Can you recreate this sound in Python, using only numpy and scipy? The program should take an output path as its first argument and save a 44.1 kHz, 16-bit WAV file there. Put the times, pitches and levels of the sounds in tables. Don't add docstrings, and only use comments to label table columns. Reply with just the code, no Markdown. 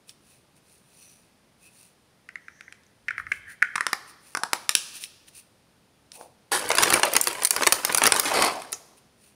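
import sys
import numpy as np
from scipy import signal
from scipy.io import wavfile
from scipy.ndimage import uniform_filter1d, minimum_filter1d

SR = 44100
rng = np.random.default_rng(int(sys.argv[2]) if len(sys.argv) > 2 else 0)


def file_out(sig):
    cols = np.atleast_2d(sig).T
    lim = np.clip(cols, -1, 1)
    pcm = np.round(lim * 32767).astype(np.int16)
    wavfile.write(sys.argv[1], SR, pcm)


N = 412315
TAPS = 4096
HZ = np.fft.rfftfreq(TAPS, 1 / SR)
AGE = np.arange(TAPS) / SR
TIME = np.arange(N) / SR

# start in seconds, body level in dB, body centre in Hz,
# level of the bright crack in dB.
BOX_KNOCKS = [(0.0935, -49, 4170, -45.5), (2.2893, -40, 1830, -55.5), (2.3565, -33, 1680, -54),
              (2.483, -40, 1710, -61), (2.609, -42.5, 1910, -53.5), (2.6797, -44.5, 1820, -77),
              (2.7245, -44, 2050, -51.5), (2.835, -70, 5900, -68), (2.8655, -64, 6200, -77),
              (3.0834, -27, 1840, -46.5), (3.0867, -26.5, 1920, -51.5), (3.107, -27.5, 1740, -51),
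              (3.1806, -28, 1700, -51.5), (3.1983, -31.5, 1560, -59.5), (3.2674, -35.5, 1660, -62),
              (3.317, -24, 1710, -57), (3.3195, -21.5, 1870, -41.5), (3.621, -23, 1700, -49),
              (3.6254, -13, 1790, -36), (3.756, -26.5, 1570, -36), (3.7593, -26, 1490, -32),
              (3.78, -26, 1440, -45), (3.808, -21, 1540, -34), (3.8668, -23, 1530, -27),
              (3.9308, -21, 1418, -25.5), (4.35, -25, 1320, -31), (4.372, -28, 1180, -32.5),
              (4.4349, -24.5, 1130, -27.5), (4.5325, -21.5, 1330, -22), (4.6928, -19.5, 2000, -16),
              (4.7519, -17, 2440, -12), (5.0385, -39, 2830, -36.5), (5.2816, -56, 2430, -58),
              (6.1186, -52.5, 2210, -44), (6.211, -42, 856, -56)]
# start in seconds, strength in dB, tilt in dB per octave
SHEET_SNAPS = [(6.5937, -35.5, 3), (6.691, -44, 11), (6.7036, -28, -5.5), (6.7157, -24, -1.5),
               (6.7528, -26, 4.5), (6.7724, -21, 0.5), (6.784, -12, 0.4), (6.8251, -23.5, 1),
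               (6.8317, -19, 2), (6.8357, -19, 0.5), (6.9029, -23, 3), (6.9252, -19.5, -3.5),
               (6.9347, -24.5, 6), (6.9389, -13, 0.7), (6.9575, -30.5, -4.5), (6.9972, -35, 5),
               (7.0327, -14, -1.7), (7.0524, -49, 14.5), (7.1356, -28, 5.5), (7.1534, -24, -1),
               (7.1651, -18.5, 4), (7.1661, -17.5, 0.5), (7.213, -31.5, 12), (7.2399, -36, 7),
               (7.2719, -21, 1.1), (7.281, -37, 8), (7.3294, -37.5, 1), (7.422, -31.5, -1),
               (7.4345, -32.5, 6.5), (7.4492, -22, 5.5), (7.454, -27.5, 6), (7.472, -30, 6),
               (7.5077, -18.5, 5), (7.5638, -24.5, 0.3), (7.6093, -36.5, -6.5), (7.6223, -27.5, -3.7),
               (7.6335, -21.5, .2), (7.6672, -20, -1), (7.6721, -14.5, -0.3), (7.7237, -13, 1.4),
               (7.7288, -30.5, 8.5), (7.8496, -19, 3), (7.9252, -34, 4.2), (7.9475, -19.5, 2.5),
               (7.9745, -25.5, 5.5), (7.982, -21.5, 2), (8.0185, -25.5, -5.5), (8.0373, -19, 1.6),
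               (8.0562, -20.5, -1.5), (8.0667, -18, 2.7), (8.0735, -18, 1), (8.1213, -14.5, 0.5),
               (8.1431, -34, 5), (8.1624, -26, 1), (8.1975, -20.5, 4.2), (8.4228, -19.5, 0.2),
               (8.4476, -33, 5.5), (8.6199, -42, -0.3), (8.721, -46.5, 9), (8.728, -29, 4)]
# level in dB against the strength,
# distance in octaves from the tilt's pivot.
SNAP_PARTS_DB = [(-6, -2.14), (-1.6, -1.28), (-2, 0.19), (-4.5, 1.79)]
# time in seconds, level in dB.
HAND_STRAIN = [(6.514, -34.5), (6.67, -33.5), (6.8, -23), (6.95, -27), (7.1, -32), (7.25, -35), (7.42, -35),
               (7.49, -42.5), (7.62, -29.5), (7.72, -38), (7.83, -39.5), (7.9, -26.5), (8.0, -38),
               (8.05, -20.5), (8.11, -35.5), (8.17, -24), (8.21, -32), (8.42, -24.5), (8.58, -42.5),
               (8.72, -56.5)]
# start in seconds,
# length in seconds, level in dB, tilt above 500 Hz in dB per octave.
TABLE_DRAGS = [(6.516, 0.042, -23, 0), (8.253, 0.02, -25.5, -1.5), (8.336, 0.13, -24.5, -2.5)]
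# middle in seconds, standard deviation of the bell in seconds,
# level in dB before the rustle's overall gain.
FINGER_STROKES = [(0.097, 0.013, -49), (0.316, 0.051, -58), (.574, 0.011, -60), (0.73, 0.055, -59),
                  (1.017, .015, -57), (1.05, 0.11, -55), (1.654, 0.032, -55), (1.811, 0.061, -54.5),
                  (3.196, .015, -56), (3.342, 0.036, -54), (3.512, 0.019, -49.5), (4.094, 0.015, -49.5),
                  (4.292, .047, -53), (4.962, 0.016, -37), (5.03, 0.018, -37.5), (5.285, 0.0085, -49.5),
                  (5.376, 0.024, -46), (6.154, 0.016, -45.5), (6.215, 0.03, -52), (8.981, 0.0081, -55),
                  (9.26, 0.042, -57.5)]
# middle in seconds,
# standard deviation of the bell in seconds, level in dB, resonance in Hz, its width in Hz.
SINGING_RUBS = [(1.025, .016, -64, 4320, 250), (1.067, 0.072, -61, 5880, 400), (1.098, .19, -78, 2530, 300),
                (1.66, 0.023, -59.5, 2570, 220), (2.601, 0.17, -63, 1850, 500),
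                (2.602, .1, -67, 6000, 1200), (3.14, 0.031, -45.5, 1900, 994),
                (3.299, 0.14, -59.5, 90, 91.6), (3.502, 0.027, -43, 1770, 583),
                (3.691, .047, -46.5, 1650, 352), (3.94, 0.016, -53.5, 1010, 250),
                (4.442, .027, -44.5, 785, 200.8), (6.22, 0.045, -51, 700, 606),
                (7.064, 0.037, -31.5, 616, 159), (8.416, 0.076, -26.5, 910, 667),
                (8.573, 0.029, -38.5, 664, 202.5), (8.739, 0.008, -34.5, 6530, 1872)]
# frequency in Hz, relative density in dB per Hz.
SHEET_COLOUR = [(40,-24.5),(110,-16.5),(240,-13),(370,-2.5),(700,-4.5),(1070,-0.5),(1760,-5.5),(2600,-4.5),(3300,-8.5),(4700,-6),(7600,-12),(9400,-4),(12000,-17.5),(16000,-21)]
# frequency in Hz, relative density in dB per Hz.
CRACK_COLOUR = [(2900,-6),(3250,-2),(3800,0),(4400,-2.5),(4750,-0.5),(5250,4.5),(6500,-4),(7300,-4),(8000,-4.5),(9900,0.5),(11500,-13.5),(16000,-18.5)]
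# frequency in Hz, relative density in dB per Hz.
SKIN_COLOUR = [(900, -17), (2100, -12), (2580, -0.5), (3100, -11.5), (4300, -5), (5200, -8.5), (5900, -5),
               (7000, -9), (8300, -7.5), (9400, 4.5), (11000, -11), (16000, -12)]
# frequency in Hz, relative density in dB per Hz.
AIR_COLOUR = [(20,-20),(45,-9),(86,-1),(194,0.5),(300,-4.5),(600,-7.5),(1320,-13),(5000,-18),(7670,-24.5),(9460,-18.5),(11100,-25.5),(16000,-32)]
# frequency in Hz, time to fall 60 dB in seconds.
LATE_T60 = [(200,1.3),(800,0.97),(2000,1),(5000,1.1),(9000,0.68),(15000,0.97)]
# frequency in Hz, level of the echo in dB against the sound sent to it.
ECHO_DB = [(150,-9),(700,-9.5),(2000,-15),(5000,-12.5),(9500,-14.5),(15000,-13.5)]

BODY_HZ, BODY_REACH_OCTAVES, MIN_REACH_OCTAVES = 1700, 0.32 * 2.62, 0.1 * 2.62
WIDEN_HARDNESS_DB, WIDEN_WITH_DEPTH = 22, 0.52
THUD_DB, THUD_DB_PER_OCTAVE = -16.5, -14
BRIGHT_FROM_DB, BRIGHT_MAX_DB = -36.5, 5.5
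SHUDDER_DB, SHUDDER_T60 = -19.5, 0.25
WOBBLE_DB, CRACKLE_DB = -1.5, -6.5
DRAG_ATTACK_S, DRAG_RELEASE_T60 = 0.0028, 0.23
EDGE_HZ = 15700


def amp(db):
    return 10 ** (np.asarray(db) / 20)


def unit(x):
    return x / np.sqrt(np.mean(x ** 2) + 1e-20)


def read(points, hz):
    f, value = np.transpose(points)
    return np.interp(np.log(hz + 1), np.log(f + 1), value)


def level(rows, column):
    rows = np.asarray(rows)
    return amp(np.interp(TIME, rows[:, 0], rows[:, column], left=-200, right=-200))


def add(mix, s, sound):
    part = mix[max(round(s * SR), 0):][:len(sound)]
    part += sound[:len(part)]


def band(lo_hz, hi_hz, order=8):
    return 1 / np.sqrt((1 + (lo_hz / (HZ + 1)) ** order) * (1 + (HZ / hi_hz) ** order))


def colour(x, gain):
    log_gain = np.log(np.maximum(gain / gain.max(), 1e-5))
    circle = np.concatenate([log_gain, log_gain[-2:0:-1]])
    taps = np.fft.ifft(np.exp(np.conj(signal.hilbert(circle)))).real
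    return signal.oaconvolve(x, taps)[:len(x)]


def burst(gain, db, t60, kick):
    ring = unit(rng.standard_normal(TAPS) * amp(-60 * AGE / t60))
    ring[0] += kick * np.sqrt(TAPS) * rng.choice([-1, 1])
    per_10_ms = np.sqrt(SR / 100 / TAPS)
    return amp(db) * unit(colour(ring, gain)) * per_10_ms


def grains(per_s, spread_db, t60):
    size_db = spread_db * np.minimum(rng.exponential(1, N), 3)
    size = amp(size_db) * (rng.random(N) < per_s / SR)
    power = signal.oaconvolve(size ** 2, amp(-120 * AGE / t60))[:N]
    return np.sqrt(abs(power)) * rng.standard_normal(N)


def swell(t, s, half_s):
    return np.exp(-0.5 * ((t - s) / half_s) ** 2)


def box(brighten=0.35):
    out = np.zeros(N)
    crack = amp(read(CRACK_COLOUR, HZ)) * band(2800, 13000)
    thud = band(300, 540, order=3)
    octaves_above_5k = np.log2(np.maximum(HZ, 5000) / 5000)
    for s, body_db, hz, crack_db in BOX_KNOCKS:
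        height = np.log2(hz / BODY_HZ)
        hardness_db = crack_db - body_db
        reach = BODY_REACH_OCTAVES * 2 ** (hardness_db / WIDEN_HARDNESS_DB - WIDEN_WITH_DEPTH * height)
        away = np.log2((HZ + 1) / hz) / max(reach, MIN_REACH_OCTAVES)
        body = (1 + away ** 4) ** -1.2
        thud_db = (body_db + crack_db) / 2 + THUD_DB + THUD_DB_PER_OCTAVE * height
        tilt_db = min(brighten * (crack_db - BRIGHT_FROM_DB), BRIGHT_MAX_DB) * octaves_above_5k
        add(out, s, burst(body, body_db, t60=0.02, kick=1.1))
        add(out, s, burst(crack * amp(tilt_db), crack_db, t60=0.013, kick=0.5))
        add(out, s, burst(thud, thud_db, t60=0.016, kick=1.8))
    return out


def pocket():
    knots = np.linspace(0, np.sqrt(SR / 2), 130)
    peaks_db = np.clip(5.5 * rng.standard_normal(len(knots)), -11, 8)
    return amp(np.interp(np.sqrt(HZ), knots, peaks_db))


def snaps():
    out = np.zeros(N)
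    sheet = amp(read(SHEET_COLOUR, HZ))
    panel, crease = sheet * band(45, 1270), sheet * band(1134, 2920)
    crack, fizz = sheet * band(3970, 7860), sheet * band(9270, 19000)
    for s, db, tilt_db in SHEET_SNAPS:
        part_levels = [db + part_db + tilt_db * octaves for part_db, octaves in SNAP_PARTS_DB]
        panel_db, crease_db, crack_db, fizz_db = part_levels
        modes = pocket()
        add(out, s, burst(panel * modes, panel_db, t60=0.016, kick=1.13))
        add(out, s, burst(crease * modes, crease_db, t60=0.018, kick=0.51))
        add(out, s, burst(crack * modes, crack_db, t60=0.015, kick=0.44))
        add(out, s, burst(fizz * modes, fizz_db, t60=0.0094, kick=0.65))
    return out


def strain():
    power = level(HAND_STRAIN, column=1) ** 2
    dying = amp(-60 * np.arange(SR) / SR / SHUDDER_T60)
    for s, db, _ in SHEET_SNAPS:
        add(power, s, (amp(db + SHUDDER_DB) * dying) ** 2)
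    return np.sqrt(power)


def flexing(count=8):
    sheet = amp(read(SHEET_COLOUR, HZ))
    low, high = sheet * band(40, 2910, order=6), sheet * band(2900, 19000, order=6)
    slips = grains(per_s=300, spread_db=4.5, t60=0.022)
    ticks = grains(per_s=600, spread_db=4.5, t60=0.014)
    active = rng.integers(0, count, N)[(TIME * 50).astype(int)]
    wobble, crackle = np.zeros(N), np.zeros(N)
    for k in range(count):
        modes = pocket()
        wobble += unit(colour(slips * (active == k), low * modes))
        crackle += unit(colour(ticks * (active == k), high * modes))
    movement = amp(WOBBLE_DB) * unit(wobble) + amp(CRACKLE_DB) * unit(crackle)
    return movement * strain()


def drags():
    out, t = np.zeros(N), np.arange(SR) / SR
    slips = grains(per_s=2500, spread_db=3, t60=0.012)
    octaves_above_500 = np.log2(np.maximum(HZ, 500) / 500)
    for s, length_s, db, tilt_db in TABLE_DRAGS:
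        gain = amp(read(SHEET_COLOUR, HZ) + tilt_db * octaves_above_500) * pocket()
        attack = np.minimum(t / DRAG_ATTACK_S, 1)
        release = amp(-60 * np.maximum(t - length_s, 0) / DRAG_RELEASE_T60)
        stretch = slips[rng.integers(N - SR):][:SR]
        add(out, s, amp(db) * attack * release * unit(colour(stretch, gain)))
    return out


def fingers():
    slips = grains(per_s=2200, spread_db=3, t60=0.008)
    rustle = unit(colour(slips, amp(read(SKIN_COLOUR, HZ))))
    power = sum((amp(db) * swell(TIME, s, half_s)) ** 2 for s, half_s, db in FINGER_STROKES)
    return amp(-1) * rustle * np.sqrt(power)


def scrapes():
    out, t = np.zeros(N), np.arange(SR) / SR
    for s, half_s, db, hz, width_hz in SINGING_RUBS:
        resonance = 1 / (1 + (2 * (HZ - hz) / width_hz) ** 4)
        sing = unit(colour(rng.standard_normal(SR), resonance))
        add(out, s - 0.5, amp(db) * sing * swell(t, 0.5, half_s))
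    return out


def room(x, early_share=0.65, early_t60=0.15, size=1024):
    hop = size // 8
    hz, _, z = signal.stft(x, SR, nperseg=size, noverlap=size - hop)
    power = np.pad(abs(z) ** 2, ((0, 0), (4, 0)))[:, :z.shape[1]]
    early = amp(-120 * hop / SR / early_t60)
    late = amp(-120 * hop / SR / read(LATE_T60, hz))
    share = np.clip(early_share, 0, 1)
    tail = share * signal.lfilter([1 - early], [1, -early], power)
    smooth = uniform_filter1d(power, size=41, axis=0).clip(0)
    spread = np.where(hz[:, None] > 3000, smooth, power)
    late_tail = [signal.lfilter([1 - kept], [1, -kept], p) for kept, p in zip(late, spread)]
    tail += (1 - share) * np.array(late_tail)
    noise = signal.stft(rng.standard_normal(N), SR, nperseg=size, noverlap=size - hop)[2]
    echo = noise / np.std(noise) * np.sqrt(tail) * amp(read(ECHO_DB, hz))[:, None]
    return signal.istft(echo, SR, nperseg=size, noverlap=size - hop)[1][:N]


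def air():
    return amp(-62.5) * unit(colour(rng.standard_normal(N), amp(read(AIR_COLOUR, HZ))))


def scene():
    cube = box()
    sheet = snaps() + flexing() + drags()
    rub = fingers() + scrapes()
    echo = room(amp(1.5) * cube + sheet + amp(2) * rub)
    return (cube + sheet + rub + echo + air())[None]


def record(dry, ceiling=1.094, ahead_s=0.02):
    span = int(ahead_s * SR)
    allowed = np.minimum(1, ceiling / (abs(dry[0]) + 1e-9))
    gain = uniform_filter1d(minimum_filter1d(allowed, 2 * span + 1), span)
    limited = dry * np.roll(gain, -(span // 2))
    clipped = limited / (1 + limited ** 12) ** (1 / 12)
    low_pass = signal.firwin(401, EDGE_HZ, window=("kaiser", 9), fs=SR)
    return signal.oaconvolve(clipped, low_pass[None], "same")


dry = scene()
out = record(dry)
file_out(out)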